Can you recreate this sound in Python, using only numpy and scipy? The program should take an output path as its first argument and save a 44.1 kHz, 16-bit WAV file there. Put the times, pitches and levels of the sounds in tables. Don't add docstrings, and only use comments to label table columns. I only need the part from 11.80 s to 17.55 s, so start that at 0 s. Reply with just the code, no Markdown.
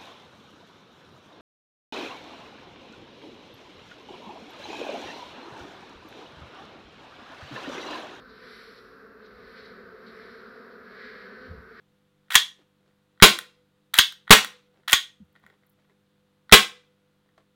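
import sys
import numpy as np
from scipy import signal
from scipy.fft import rfft, irfft
from scipy.io import wavfile
from scipy.ndimage import uniform_filter1d

SR = 44100
rng = np.random.default_rng(int(sys.argv[2]) if len(sys.argv) > 2 else 0)


def output_pcm(signal):
    pcm = np.clip(np.atleast_2d(signal).T, -1, 1) * 32767
    wavfile.write(sys.argv[1], SR, np.round(pcm).astype(np.int16))


def boost(x):
    u = np.asarray(x, float) / 20
    return 10 ** u


N = 253573

# f/Hz, time to fade by 60 dB/s
FRAME_MODES = [(1500, .009), (1880, .009)]
# f/Hz, time to fade by 60 dB/s
GRIP_MODES = [(880, 0.0068), (1120, .009)]
# t/s, level/dB, delay of the second blow/s, frame level/dB
SLAM_EVENTS = [
    (0.5538, 4.5, .0042, -7.5),
    (2.1868, 6, 0.0046, -12),
    (3.130, 3, 0.0051, -7.5),
]
# t/s, gas level/dB, time the valve stays open/s
SHOT_EVENTS = [
    (1.4232, 12, .02),
    (2.5058, 9, 0.029),
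    (4.7233, 11, 0.02),
]


def unit(x):
    return x / np.abs(x).max()


def colour(x, points):
    hz, db = np.transpose(points)
    f = np.maximum(np.fft.rfftfreq(len(x), 1 / SR), 1)
    gain = boost(np.interp(np.log(f), np.log(hz), db))
    y = irfft(rfft(x) * gain, len(x))
    return y / y.std()


def ring(x, hz, t60):
    pole = np.exp(2j * np.pi * hz / SR - np.log(1000) / (t60 * SR))
    return signal.lfilter([1], [1, -pole], x).imag


def add(out, s, x):
    i = int(s * SR)
    out[i:i + len(x)] += x[:N - i]


def burst(rise, hold, fall, size=8192):
    t = np.arange(size) / SR
    return np.minimum(t / rise, 1) * np.exp(-np.maximum(t - hold, 0) / fall)


def slide_ring(swell):
    # f/Hz, half width/Hz, level/dB, time to fade by 60 dB/s
    crowds = [(1170, 78, -17, 0.11), (1750, 450, -13, 0.15), (2430, 500, -11, 0.1), (3350, 210, -6.5, 0.22),
              (3880, 400, -11.5, 0.2), (4840, 600, -17, 0.17), (6497, 400, -13.5, 0.13),
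              (9200, 7600, -11.5, 0.073)]
    size = 16384
    f, t = np.fft.rfftfreq(size, 1 / SR), np.arange(size) / SR
    metal = 0
    for (hz, spread, db, t60), noise in zip(crowds, rng.standard_normal((len(crowds), size))):
        resonance = f / hz / (1 + ((f - hz) / spread) ** 2)
        crowd = irfft(rfft(noise) * resonance)
        metal = metal + boost(db) * crowd / crowd.std() * 1000 ** (-t / t60)
    return metal * np.minimum(t / swell, 1) / 2


def slams():
    # f/Hz, level/dB
    crack_spectrum = [(300, -41.5), (800, -18.5), (1500, -2), (3300, 1), (4800, -11), (6500, -5),
                      (9000, -9.5), (15000, -16)]
    out = np.zeros(N)
    bass_cut = signal.butter(4, 950, "high", fs=SR, output="sos")
    for s, db, rebound, frame_db in SLAM_EVENTS:
        noise = rng.standard_normal((2, 8192))
        first = burst(.0002, .0012, .002)
        second = np.roll(burst(.0003, .0015, .001), int(rebound * SR))
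        crack = .5 * colour(noise[0], crack_spectrum) * (first + 0.26 * second)
        blow = noise[1] * (0.14 * first + second)
        frame = sum(ring(blow, hz, t60) for hz, t60 in FRAME_MODES + GRIP_MODES[1:])
        frame = boost(frame_db) * unit(signal.sosfilt(bass_cut, frame))
        push = np.minimum(np.arange(8192) / (4.2 * rebound * SR), 1)
        thud = boost(-39.5) * np.sin(np.pi * push) ** 2
        grip_thump = boost(-26.5) * unit(ring(second, 450, 0.021))
        add(out, s, boost(db) * (crack + frame - thud + grip_thump))
        add(out, s, boost(db - 6) * slide_ring(swell=.001))
    return out


def shots():
    # f/Hz, level/dB
    gas_spectrum = [(60, -29), (300, -4), (720, -8.5), (1200, -1.5), (3500, 0), (5000, -11), (11000, -16.5),
                    (16000, -19)]
    # f/Hz, level/dB, time to fade by 60 dB/s
    pop_modes = [(218, -1, 0.057), (450, 0.5, .05), (1073, 1.5, .14)]
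    out = np.zeros(N)
    for s, db, hold in SHOT_EVENTS:
        noise = rng.standard_normal((2, 8192))
        sputter = boost(2.5 * 10 * uniform_filter1d(noise[1], size=100))
        gas = 0.47 * colour(noise[0] * sputter, gas_spectrum)
        gas = gas * burst(0.00098, hold, 0.0034) * burst(.0001, 0, 0.043)
        kickback = np.roll(burst(0.0002, 0.00047, 0.0001), int(.008 * SR))
        kicks = burst(0.001, 0.0004, 0.00046) - 0.12 * kickback
        pop = unit(sum(boost(level) * unit(ring(kicks, hz, t60)) for hz, level, t60 in pop_modes))
        pop = pop * burst(.0002, hold, 0.0041)
        draught = burst(0.00084, hold, .002)
        add(out, s, boost(db) * (gas + boost(-8) * (pop - 0.15 * draught)))
        add(out, s, boost(db - 9) * slide_ring(swell=0.0042))
    return out


def after_ring():
    # f/Hz, level/dB, time to fade by 60 dB/s
    modes = [(135, -40.5, 0.33), (200, -28.5, 0.28), (336, -49, 0.18), (494, -46.5, 0.9),
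             (1000, -43.5, 0.13), (1510, -43.5, 0.27), (2030, -65, .6)]
    out = np.zeros(N)
    kicks = np.zeros(N)
    kicks[[int((s + .01) * SR) for s, *_ in SHOT_EVENTS]] = 1
    for hz, db, t60 in modes:
        waver = 1 + 9 * uniform_filter1d(rng.standard_normal(N), size=900)
        out += boost(db) * waver * ring(kicks, hz, t60)
    return out


def contacts(table):
    # f/Hz, time to fade by 60 dB/s
    slide_modes = [(2750, .003), (3400, .007), (3780, .006)]
    out = np.zeros(N)
    high_pass = signal.butter(2, 4200, "high", fs=SR, output="sos")
    for (s, db, *rel_db), noise in zip(table, rng.standard_normal((len(table), 2048))):
        scrape = noise * burst(.00005, .0002, .00012, size=2048)
        place = 1 + 0.02 * np.tanh(noise[-1])
        parts = []
        for modes in (FRAME_MODES, GRIP_MODES, slide_modes):
            parts.append(sum(ring(ring(scrape, hz * place, t60 / 2), hz * place, t60) for hz, t60 in modes))
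        parts.append(signal.sosfilt(high_pass, noise) * burst(.0002, .0006, .0016, size=2048))
        tick = sum(boost(db + part_db) * unit(part) for part_db, part in zip([0] + rel_db, parts))
        add(out, s - .0009, tick)
    return signal.sosfilt(signal.butter(4, 800, "high", fs=SR, output="sos"), out)


def mixed(table, mix_db, scatter_db=0.):
    chances = rng.standard_normal((len(table), 3))
    return [(s, db, *(mix_db + scatter_db * chance)) for (s, db), chance in zip(table, chances)]


def rubbing(table, spectrum, edge, grain_db):
    out = np.zeros(N)
    for s, length, db in table:
        noise = rng.standard_normal((2, 16384))
        grain = boost(grain_db * 10 * uniform_filter1d(noise[1], size=100))
        drag = colour(noise[0] * grain, spectrum) * burst(edge, length, edge, size=16384)
        add(out, s, boost(db) * drag)
    return out


def slide_travel():
    # t/s, level/dB, extra level of the catch bouncing back/dB
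    releases = [
        (.505, -1, -9),
        (2.138, 0, 7),
        (3.0784, -0.5, 1.5),
    ]
    # share of travel time, frame level/dB, then grip, slide, edge against it/dB
    stations = [(0, -24, -32, -4, -11.5), (.07, -23, -29.5, 3, 1.5), (.27, -29.5, -13, 7, -5.5),
                (.345, -25.5, -11, 6, -6.5), (.41, -27, -9.5, 3, 3), (.64, -28.5, -14.5, -2, 7),
                (.78, -26, -18.5, -3.5, -1), (.855, -22.5, -12, -0.5, 11.5), (.915, -18, -1, -9.5, -9)]
    # f/Hz, level/dB
    rail_spectrum = [(300, -40.5), (800, -15), (1700, 3), (2500, -3), (3400, -3), (5000, -15.5),
                     (15000, -24)]
    touches, rails = [], []
    for (start, db, bounce_db), (end, *_) in zip(releases, SLAM_EVENTS):
        travel = end - start
        for k, (share, touch_db, *mix) in enumerate(stations):
            catch_db = bounce_db if k == 1 else 0
            touches.append((start + share * travel, db + touch_db + catch_db, *mix))
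        rails.append((start, travel, db - 30))
    return contacts(touches) + rubbing(rails, rail_spectrum, edge=0.0016, grain_db=5)


def trigger():
    # t/s, level/dB
    sear = [
        (.484, -55),
        (1.3766, -54),
        (1.4015, -25),
        (2.4722, -47),
        (2.479, -27.5),
        (4.6958, -31.5),
    ]
    # t/s, level/dB
    hammer = [
        (1.4157, -32.5),
        (1.4189, -32),
        (2.4965, -28.5),
        (4.715, -28),
        (4.7169, -21.5),
    ]
    # t/s, level/dB
    latch = [
        (1.589, -21),
        (2.324, -37),
        (2.6469, -20),
        (4.836, -42),
    ]
    # grip, slide, sharp edge against the frame/dB
    sear_mix = (-26.5, -8.5, -24.5)
    hammer_mix = (-16, 0, -10)
    latch_mix = (-21, 0, 2.5)
    return contacts(mixed(sear, sear_mix) + mixed(hammer, hammer_mix) + mixed(latch, latch_mix))


def handling():
    # t/s, level/dB
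    fingers = [(1.11, -64), (3.035, -55), (3.554, -49), (3.562, -46), (3.6, -62), (3.632, -57.5),
               (3.665, -40), (3.701, -47), (3.99, -62), (5.49, -61)]
    # t/s, level/dB
    palm = [(.8, -68), (1.03, -67), (2.96, -63), (3.639, -49), (3.74, -59), (3.835, -58), (4.05, -65),
            (4.098, -57), (5.58, -51)]
    # t/s, length/s, level/dB
    rustle = [(.78, 0.046, -66.5), (1.0, 0.11, -75), (2.93, 0.091, -71), (3.55, 0.031, -62.5),
              (3.62, 0.12, -70), (3.82, 0.023, -72), (3.97, 0.073, -73.5), (4.09, 0.03, -65.5),
              (5.45, 0.056, -74.5), (5.57, 0.023, -63.5)]
    # f/Hz, level/dB
    skin_spectrum = [(150, -13), (400, 11.5), (1000, -0.5), (1900, -2), (3600, -11), (5000, -15),
                     (15000, -37)]
    # grip, slide, sharp edge against the frame/dB
    finger_mix = (-10, -10, -20)
    palm_mix = (1, -7, -20)
    taps = mixed(fingers, finger_mix, scatter_db=2.5) + mixed(palm, palm_mix, scatter_db=2.5)
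    return contacts(taps) + rubbing(rustle, skin_spectrum, edge=0.0099, grain_db=7)


def crackle():
    # t/s, level/dB, length/s
    ticks = [(3.450, -72, .001), (3.527, -64, .001), (3.597, -69.5, .001), (3.632, -74.5, .001),
             (3.842, -80, 0.0054), (3.864, -63.5, .007), (3.894, -61, .009), (3.912, -73.5, .02)]
    out = np.zeros(N)
    for s, db, length in ticks:
        add(out, s, boost(db) * rng.standard_normal(2048) * burst(.0006, length, .002, size=2048))
    return signal.sosfilt(signal.butter(5, 11000, "high", fs=SR, output="sos"), out)


def knocks():
    # t/s, level/dB, f/Hz, time to fade by 60 dB/s
    bumps = [
        (.797, -65, 296, 0.015),
        (3.400, -45, 200, 0.0084),
        (3.632, -57, 200, 0.059),
        (3.664, -75, 450, 0.042),
    ]
    out, t = np.zeros(N), np.arange(8192) / SR
    for s, db, hz, t60 in bumps:
        push = np.sin(2 * np.pi * hz * (1.2 - 5 * t) * t) * burst(.002, .03, .006)
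        sag = np.sin(2 * np.pi * 0.4 * hz * t) * burst(.01, 0.024, 0.043)
        add(out, s, boost(db) * (unit(ring(push, hz, t60)) + 0.23 * sag))
    return out


def room(x):
    # f/Hz, time to fade by 60 dB/s
    fading = [(100, 0.092), (300, 0.2), (1000, 0.2), (3000, 0.23), (6000, 0.25), (14000, 0.19)]
    hz_table, t60_table = np.transpose(fading)
    t, echo = np.arange(SR // 2) / SR, 0
    for hz in 60 * 2 ** np.arange(0, 8.2, .5):
        t60 = np.interp(np.log(hz), np.log(hz_table), t60_table)
        band = signal.butter(2, [hz / 2 ** .25, hz * 2 ** .25], "band", fs=SR, output="sos")
        early = 1000 ** (-t / t60)
        late = boost(-21) / (1 + (hz / 4000) ** 2) * 1000 ** (-t / (2.0 * t60))
        echo = echo + signal.sosfilt(band, rng.standard_normal(len(t))) * (early + late)
    echo = echo * np.clip((t - .002) / 0.003, 0, 1)
    return signal.fftconvolve(x, echo / np.sqrt(np.sum(echo ** 2)))[:N]


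def hum_and_hiss():
    # f/Hz, rms level/dB
    hum = [(102.3, -81.5), (150.7, -75.5), (199.2, -73.5), (247.6, -90.5), (301.5, -80.5), (344.5, -90),
           (398.4, -85.5), (500.6, -76.5), (1233, -94.5), (1427, -90.5), (2019, -97)]
    # f/Hz, level/dB
    hiss_spectrum = [(30, -10), (200, -7), (500, -14), (1400, -13.5), (2200, -19), (3700, -17),
                     (5200, -27.5), (16000, -33)]
    t = np.arange(N) / SR
    out = boost(-73.5) * colour(rng.standard_normal(N), hiss_spectrum)
    for (hz, db), chance in zip(hum, rng.standard_normal((len(hum), 2, 128))):
        sway, turn = (np.interp(t, np.linspace(0, t[-1], 128), c) for c in chance)
        out += np.sqrt(2) * boost(db + 1.5 * sway) * np.sin(2 * np.pi * hz * t + .6 * turn)
    return out


def scene():
    slam, shot, hands = slams(), shots(), handling()
    small_parts = slide_travel() + trigger()
    wet = room(boost(-13) * slam + boost(-9) * shot + boost(-11.5) * small_parts + boost(-8.0) * hands)
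    near = slam + shot + small_parts + hands + crackle()
    return (near + knocks() + after_ring() + wet + hum_and_hiss())[None]


def band_limit(x):
    return signal.sosfilt(signal.butter(12, 16140, fs=SR, output="sos"), x)


def record(dry):
    flattened = np.clip(dry, -.97, .97)
    return band_limit(flattened)


dry = scene()
out = record(dry)
output_pcm(out)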